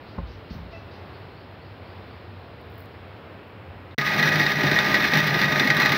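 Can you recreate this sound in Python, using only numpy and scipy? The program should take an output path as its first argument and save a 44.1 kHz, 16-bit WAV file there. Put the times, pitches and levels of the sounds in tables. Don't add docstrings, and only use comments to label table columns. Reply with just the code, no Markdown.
import sys
import numpy as np
from scipy import signal
from scipy.fft import rfft, irfft
from scipy.io import wavfile
from scipy.ndimage import uniform_filter1d

SR = 44100
rng = np.random.default_rng(int(sys.argv[2]) if len(sys.argv) > 2 else 0)


def to_wav(sig):
    pcm = np.clip(np.atleast_2d(sig), -1, 1) * 32767
    pcm = np.round(pcm).astype(np.int16)
    wavfile.write(sys.argv[1], SR, pcm.T)


def undo_db(level):
    steps = np.asarray(level, float) / 20
    return 10 ** steps


N = 263277

CUT_S, START_S = 3.947, 3.9796
KNOCK_RING_S = 0.0057
# (time [s], peak level [dB], table brightness [dB])
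THUDS = [
    (0.1807, -19.5, -0.5),
    (.507, -24.5, -16),
    (.552, -26, -13),
    (.585, -36, -14),
    (0.619, -35, -20),
    (.66, -36, -20),
    (.7, -43, -20),
]


def level(x, db):
    return x * undo_db(db) / np.sqrt(np.mean(x ** 2))


def curve(table):
    return np.interp(np.arange(N) / SR, *np.transpose(table))


def colour(x, points, size=4096):
    hz, db = np.transpose(points)
    grid = np.maximum(np.arange(size // 2 + 1) * SR / size, 1)
    log_gain = np.log(undo_db(np.interp(np.log(grid), np.log(hz), db)))
    cep = irfft(log_gain)
    cep[1:size // 2] *= 2
    cep[size // 2 + 1:] = 0
    return signal.fftconvolve(x, irfft(np.exp(rfft(cep))))[:N]


def band(x, hz, width_hz):
    return signal.lfilter(*signal.iirpeak(hz, hz / width_hz, SR), x)


def noise():
    return rng.standard_normal(N)


def walk(rate):
    hold = int(SR / rate)
    steps = np.repeat(rng.standard_normal(N // hold + 1), hold)
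    return 1.311 * uniform_filter1d(uniform_filter1d(steps, hold), hold)[:N]


def bursts(times, dbs, lengths):
    out, t = np.zeros(N + SR // 10), np.arange(SR // 10) / SR
    for s, db, length in zip(times, dbs, lengths):
        start = int(s * SR)
        out[start:start + len(t)] += undo_db(db) * np.exp(-t / max(length, 1 / SR))
    return out[:N]


def swell(s, db, rise_s, fade_s):
    out, t = np.zeros(N + SR), np.arange(SR) / SR
    start = int(s * SR)
    out[start:start + SR] = undo_db(db) * (1 - np.exp(-t / rise_s)) ** 2 * np.exp(-t / fade_s)
    return out[:N]


def room_tone():
    # (frequency [Hz], level per Hz [dB])
    air_spectrum = [(25, -47), (45, -10), (65, -7.5), (95, 2.5), (125, -5.5), (170, -7), (450, -8),
                    (1000, -14), (2600, -22), (4200, -29), (5300, -36.5), (5900, -54.5), (10000, -56),
                    (15000, -47.5)]
    fade_from_s, fade_db_per_s = 2.53, 3.5
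    treble_db = -fade_db_per_s * np.maximum(np.arange(N) / SR - fade_from_s, 0)
    air = level(colour(noise(), air_spectrum), -42)
    low = signal.lfilter(*signal.butter(2, 140, fs=SR), air)
    hiss = signal.lfilter(*signal.butter(2, [2800, 6500], "band", fs=SR), air)
    wandering_bass = low * (undo_db(4 + 0.65 * walk(8.0)) - 1)
    fading_hiss = hiss * (undo_db(treble_db) - 1)
    air = air + wandering_bass + fading_hiss
    whine = level(band(noise(), 4150, 40), -72)
    return air * undo_db(-0.51 + 0.77 * walk(4.67)) + whine * undo_db(treble_db)


def horn():
    # (multiple of the pitch, level [dB])
    harmonics = [(1, 0), (2, -8), (3, -7), (4, -2)]
    start_s, pitch_hz = .727, 660
    phase = 2 * np.pi * np.cumsum(pitch_hz * (1 + 0.0073 * walk(90.3))) / SR
    tone = sum(undo_db(g + 4.0 * walk(118.7)) * np.sin(k * phase) for k, g in harmonics)
    direct = swell(start_s, -37.5, 0.0068, 0.027)
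    echo = swell(start_s, -53, .03, .14)
    return tone * (direct + echo)


def bird():
    # (time [s], level [dB], hoarseness [Hz], length [s])
    chirps = [
        (0.064, -66.5, 900, 0.12),
        (0.27, -63, 1510, .1),
        (.5, -58.5, 1800, 0.068),
        (.708, -64.5, 1510, .12),
        (0.91, -64, 1300, .09),
        (1.13, -69, 250, .1),
        (1.363, -68, 250, .1),
        (1.612, -69, 250, 0.12),
        (1.845, -71, 250, 0.15),
        (2.1, -71, 300, .1),
    ]
    # (frequency [Hz], gain [dB])
    mic_gain = [(3000, 8), (5200, 5), (6500, 1), (8000, -33)]
    from_hz, to_hz = 4450, 5200
    out = np.zeros(N)
    for s, db, width_hz, length in chirps:
        u = np.linspace(0, 1, int(length * SR))
        throat = signal.butter(2, width_hz / 2, fs=SR)
        hoarse = signal.lfilter(*throat, rng.standard_normal((2, SR // 5)))[:, :len(u)]
        hz = from_hz + (to_hz - from_hz) * u + .3 * width_hz * (2 * u - 1)
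        phase = 2 * np.pi * np.cumsum(hz) / SR
        call = level(hoarse[0] * np.cos(phase) + hoarse[1] * np.sin(phase), db)
        start = int(s * SR)
        out[start:start + len(u)] += call * np.sin(np.pi * u ** 0.25)
    echo = noise()[:SR // 4] * np.exp(-np.arange(SR // 4) / SR / 0.054)
    return colour(out + undo_db(-31) * signal.fftconvolve(out, echo)[:N], mic_gain)


def ticks():
    # (time [s], frequency [Hz], width [Hz], peak level [dB], fade [s])
    tick_rows = [
        (2.857, 4800, 5000, -55, .002),
        (3.908, 3720, 700, -53.5, .02),
    ]
    return sum(level(band(band(noise(), hz, width_hz), hz, width_hz), 0) * swell(s, db, 0.0011, fade_s)
               for s, hz, width_hz, db, fade_s in tick_rows)


def crackle():
    # (time [s], level [dB], swell [s], fade [s])
    strokes = [
        (.505, -57, .02, .04),
        (2.33, -76, .04, .08),
        (2.66, -66, .06, .05),
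        (2.765, -60, .02, .06),
        (3.46, -73, .04, .02),
    ]
    # (time [s], level [dB])
    snap_rows = [(2.362, -73), (2.3924, -61), (2.613, -53), (2.6554, -54), (2.6674, -59), (2.7008, -49),
                 (2.7134, -52), (2.7214, -52), (2.7402, -48), (2.7554, -49), (2.7694, -55), (2.781, -44),
                 (2.7944, -45), (2.8044, -44), (2.8144, -52), (2.8244, -50), (2.8374, -55), (2.8494, -55),
                 (2.8574, -55), (2.9294, -66), (3.4705, -62), (3.482, -59), (3.5044, -58)]
    rustle = sum(swell(*stroke) for stroke in strokes)
    s, db = np.transpose(snap_rows)
    snaps = bursts(s, db - 4, np.full(len(s), .0012))
    bright = band(band(noise(), 15000, 2500), 15000, 5000)
    return level(bright, 0) * (rustle + snaps)


def boom():
    shake = sum(swell(s, db - 17.5, 0.01, 0.088) for s, db, _ in THUDS)
    return level(band(band(noise(), 78, 40), 72, 60), 0) * shake


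def thuds():
    # (frequency [Hz], level [dB], time to fall 60 dB [s])
    floor_modes = [(60.6, 0.5, 0.59), (75, -3, 0.37), (102, -5, 0.071), (169, -0.5, 0.13), (206, 0, 0.069)]
    table_modes = [(302, -11, .07), (397, -8, 0.071), (572, -8.5, 0.11), (765, -12, .04), (900, -6, 0.049),
                   (1023, -5, 0.063), (1140, -11, .04), (1440, -13, 0.038), (1920, -16, 0.022)]
    out, t = np.zeros(N + SR), np.arange(SR // 2) / SR
    for s, db, bright_db in THUDS:
        modes = list(floor_modes) + [(hz, g + bright_db, t60) for hz, g, t60 in table_modes]
        detune = 1 + 0.036 * rng.standard_normal(len(modes))
        ring = sum(undo_db(g) * np.sin(2 * np.pi * hz * d * t) * 1000. ** (-t / t60)
                   for (hz, g, t60), d in zip(modes, detune))
        start = int(s * SR)
        out[start:start + len(t)] -= undo_db(db - 3) * ring * np.minimum(t / 0.0035, 1)
    return out[:N]


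def lid():
    start_s, swell_s = 5.74, .05
    climb = np.clip((np.arange(N) / SR - start_s) / (2 * swell_s), 0, 1)
    buzz = np.sin(2 * np.pi * np.cumsum(1155 + 25 * climb) / SR)
    return undo_db(1.35 * walk(30)) * buzz * swell(start_s, -21.5, swell_s, .13)


def motor(load_db):
    # (time [s], rate [Hz])
    shaft_rate = [(3.98, 204.9), (4.6, 204.1), (5.2, 203), (5.5, 205.8), (5.75, 204.6), (5.97, 204)]
    # (multiple of the shaft rate, level [dB])
    shaft_lines = [(1, -38), (2, -46), (3, -42.5), (4, -47.5), (6, -35.5), (12, -43.5)]
    hz = curve(shaft_rate) * (1 + 0.00308 * walk(30) + 0.00305 * walk(9))
    phase = 2 * np.pi * np.cumsum(hz) / SR
    lines = sum(np.sqrt(2) * undo_db(db - .5 + 2.16 * walk(40)) * np.sin(k * phase + k) for k, db in shaft_lines)
    return lines * undo_db(0.69 * (load_db + 24))


def slosh(load_db):
    # (time [s], level [dB])
    heaves = [(3.968, -28.5), (4.165, -26.5), (4.235, -32), (4.335, -25.5), (4.42, -31), (4.545, -27.5),
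              (4.636, -23), (4.71, -30.5), (4.785, -31), (4.895, -31), (4.98, -32), (5.15, -27),
              (5.22, -29.5), (5.285, -31), (5.345, -34), (5.445, -28.5), (5.515, -30), (5.59, -32),
              (5.68, -31), (5.735, -31), (5.816, -29), (5.885, -27)]
    hum = level(band(band(noise(), 156.6, 23.0), 139.5, 38), 0) * undo_db(load_db - 14.5)
    phase = 2 * np.pi * np.cumsum(150 * (1 + 0.0488 * walk(35))) / SR
    heaving = sum(swell(s, db + 13, 0.012, 0.029) for s, db in heaves)
    return hum + np.sin(phase) * undo_db(1.3 * walk(60)) * heaving


def thumps():
    # (time [s], peak level [dB])
    landings = [(3.98, -30.5), (4.2, -26), (4.337, -30), (4.395, -25), (4.582, -29), (4.637, -26),
                (4.718, -26), (4.764, -34), (4.885, -23.5), (4.94, -25), (4.983, -39), (5.034, -28),
                (5.13, -19), (5.341, -25.5), (5.392, -40), (5.51, -27), (5.6, -21), (5.65, -24.5),
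                (5.703, -26), (5.782, -22.5), (5.846, -30), (5.912, -24)]
    s, db = np.transpose(landings)
    landing = bursts(s, db + 0.5, np.full(len(s), 0.021))
    return level(band(band(noise(), 272, 146), 254, 220), 0) * landing


def small_pieces():
    hit = rng.random(N) < 250 / SR
    strength = undo_db(2.5 * np.minimum(rng.exponential(size=N), 3) - 12)
    return signal.lfilter([1], [1, -np.exp(-1 / (0.0019 * SR))], hit * strength)


def lumps():
    # (time [s], peak level [dB], splinter level [dB])
    big_knocks = [(3.9835, -5.5, -32), (5.558, -6.5, -35), (4.112, -13, -35), (4.2271, -3.5, -27),
                  (4.2745, -8, -30), (4.3206, -6.5, -33), (4.3568, -4, -29), (4.3974, -6, -33),
                  (4.4642, -5.5, -40), (5.768, -4.5, -21), (4.669, -7, -30), (4.7138, -4.5, -25),
                  (4.763, -9, -36), (4.788, -1, -33), (4.9429, 0, -31), (5.3411, -13, -28),
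                  (5.0405, -7.5, -33), (5.1358, -2, -28), (5.1539, -6.5, -30), (5.1721, -5.5, -24),
                  (5.2683, -14, -14), (5.4156, -1.5, -28), (5.5227, -7, -29), (5.597, -0.5, -33),
                  (5.8505, -4, -29), (5.673, -4, -24), (5.7022, 0.5, -33), (5.7998, -3.5, -24),
                  (5.8589, -2.5, -28), (5.9195, -3.5, -24)]
    count = 64
    place, chance = rng.random(count), rng.uniform(-1.2, 1, (count, 2))
    s = START_S + (np.arange(count) + place) * (N / SR - START_S) / count
    taps = np.array([-13.5, -30]) + 1.5 * chance
    gap_s = np.min(np.abs(s[:, None] - np.transpose(big_knocks)[0]), axis=1)
    return np.vstack([big_knocks, np.column_stack([s, taps])[gap_s > .016]])


def knocks(rows):
    # (frequency [Hz], level [dB], share of the ring time [ratio])
    glass_modes = [(1145, -17.5, 0.73), (1560, -18.5, 1.4), (1669, -14.5, 1.34), (1921, 1.5, 0.69),
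                   (1962, -0.5, 0.82), (2150, -21, 0.62), (2480, -16.5, 1.6), (2840, -16, 0.2),
                   (3020, -21, 0.31), (3662, -3, 0.49), (3990, -8.5, 0.53), (4230, -6, 0.29),
                   (4800, -13, 0.41), (5340, -19, 0.33), (5760, -22, .4), (8400, -33.5, 0.67)]
    out, t = np.zeros(N + SR // 10), np.arange(SR // 10) / SR
    hz, mode_db, share = np.transpose(glass_modes)[:, :, None]
    chance = rng.standard_normal((len(rows), 3, len(glass_modes), 1))
    for (s, db, _), (tune, weight, turn) in zip(rows, chance):
        tones = np.sin(2 * np.pi * hz * (1 + 0.021 * tune) * t + 1.1 * turn)
        modes = tones * np.exp(-t / (KNOCK_RING_S * share))
        blow = np.sum(undo_db(mode_db + 2.5 * weight) * modes, axis=0) * np.minimum(t / .0005, 1)
        start = int(s * SR)
        out[start:start + len(t)] += undo_db(db - 6.0) * blow / np.max(np.abs(blow))
    return out[:N]


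def jar(x):
    # (frequency [Hz], level per Hz [dB])
    churn_spectrum = [(18, -95), (30, -14.5), (145, -5), (342, -7), (404, -4.5), (456, -11.5), (607, -6.5),
                      (1080, -12), (1210, -8.5), (1400, -9.5), (1910, -3), (3070, -15), (3630, -13),
                      (5860, -22.5), (9000, -59), (11700, -88), (19800, -120)]
    # (frequency [Hz], width [Hz], level over the churn [dB])
    resonances = [(849, 18, 5), (1213, 29, 4), (1530, 24, 3), (1684, 48, 10.5), (1901, 34.6, 9),
                  (1978, 40, 8.5), (2175, 19, 4.5), (2506, 14, 12.5), (3693, 99, -1), (4125, 20, 12),
                  (4740, 26, 4), (5140, 36, 9.5), (5800, 32, 5.5)]
    broad = colour(x, churn_spectrum)
    return broad + sum((-1) ** k * undo_db(db) * band(broad, hz, width)
                       for k, (hz, width, db) in enumerate(resonances))


def blender():
    # (time [s], churn level [dB])
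    load = [(3.985, -26), (4.005, -28), (4.04, -27.5), (4.14, -24), (4.25, -23), (4.4, -22), (4.55, -25.5),
            (4.66, -22), (4.9, -22), (5.05, -22.5), (5.125, -25), (5.14, -19.5), (5.18, -20.5), (5.22, -24),
            (5.4, -21), (5.63, -23), (5.8, -23), (5.97, -21.5)]
    # (frequency [Hz], level per Hz [dB])
    spray_spectrum = [(3800, -43), (6500, -17), (7730, -9.5), (8720, -11), (11000, -5.5), (13000, 2.5),
                      (14100, 0.5), (15200, 6), (15800, 4.5), (16500, 4.5)]
    load_db, rows = curve(load), lumps()
    s, db, splinter_db = rows.T
    surge, pieces = undo_db(1.5 * walk(70)), small_pieces()
    churn = surge * undo_db(load_db - 2.5) * (1 + pieces)
    grinding = bursts(s, db - 17.5, np.full(len(s), 1.63 * KNOCK_RING_S))

    split_hz = 950
    upper = signal.butter(3, split_hz, "high", fs=SR, output="sos")
    lower = signal.butter(3, split_hz, fs=SR, output="sos")
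    ringing = jar(signal.sosfilt(upper, noise() * (churn + grinding))) / np.std(jar(noise()[:SR]))
    rumble = level(jar(signal.sosfilt(lower, noise())), 0) * undo_db(load_db - 7 + 0.7 * walk(15))

    splinters = bursts(s, db + splinter_db - 3.5, np.full(len(s), 0.75 * KNOCK_RING_S))
    spray = level(colour(noise(), spray_spectrum), 0)
    spray *= surge * undo_db(load_db - 20.5) * (1 + .8 * pieces) + splinters
    glass = ringing + knocks(rows) + spray
    return glass + rumble + thumps() + slosh(load_db) + motor(load_db) + lid()


def scene():
    t = np.arange(N) / SR
    before = np.clip((CUT_S - t) / 0.0015, 0, 1)
    after = np.clip((t - START_S) / 0.0004, 0, 1)
    room = room_tone() + horn() + bird() + ticks() + crackle() + boom() + thuds()
    return (before * room + after * blender())[None]


def low_pass(x):
    return signal.sosfilt(signal.butter(12, 16150, fs=SR, output="sos"), x)


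def record(dry):
    bass_cut_hz, top_hz, headroom = 68.5, 15730, 0.82
    dry = signal.sosfilt(signal.butter(3, bass_cut_hz, "high", fs=SR, output="sos"), dry)
    dry = headroom * np.tanh(dry / headroom)
    dry = signal.sosfilt(signal.ellip(12, .2, 80, top_hz, fs=SR, output="sos"), dry)
    return low_pass(dry)


dry = scene()
out = record(dry)
to_wav(out)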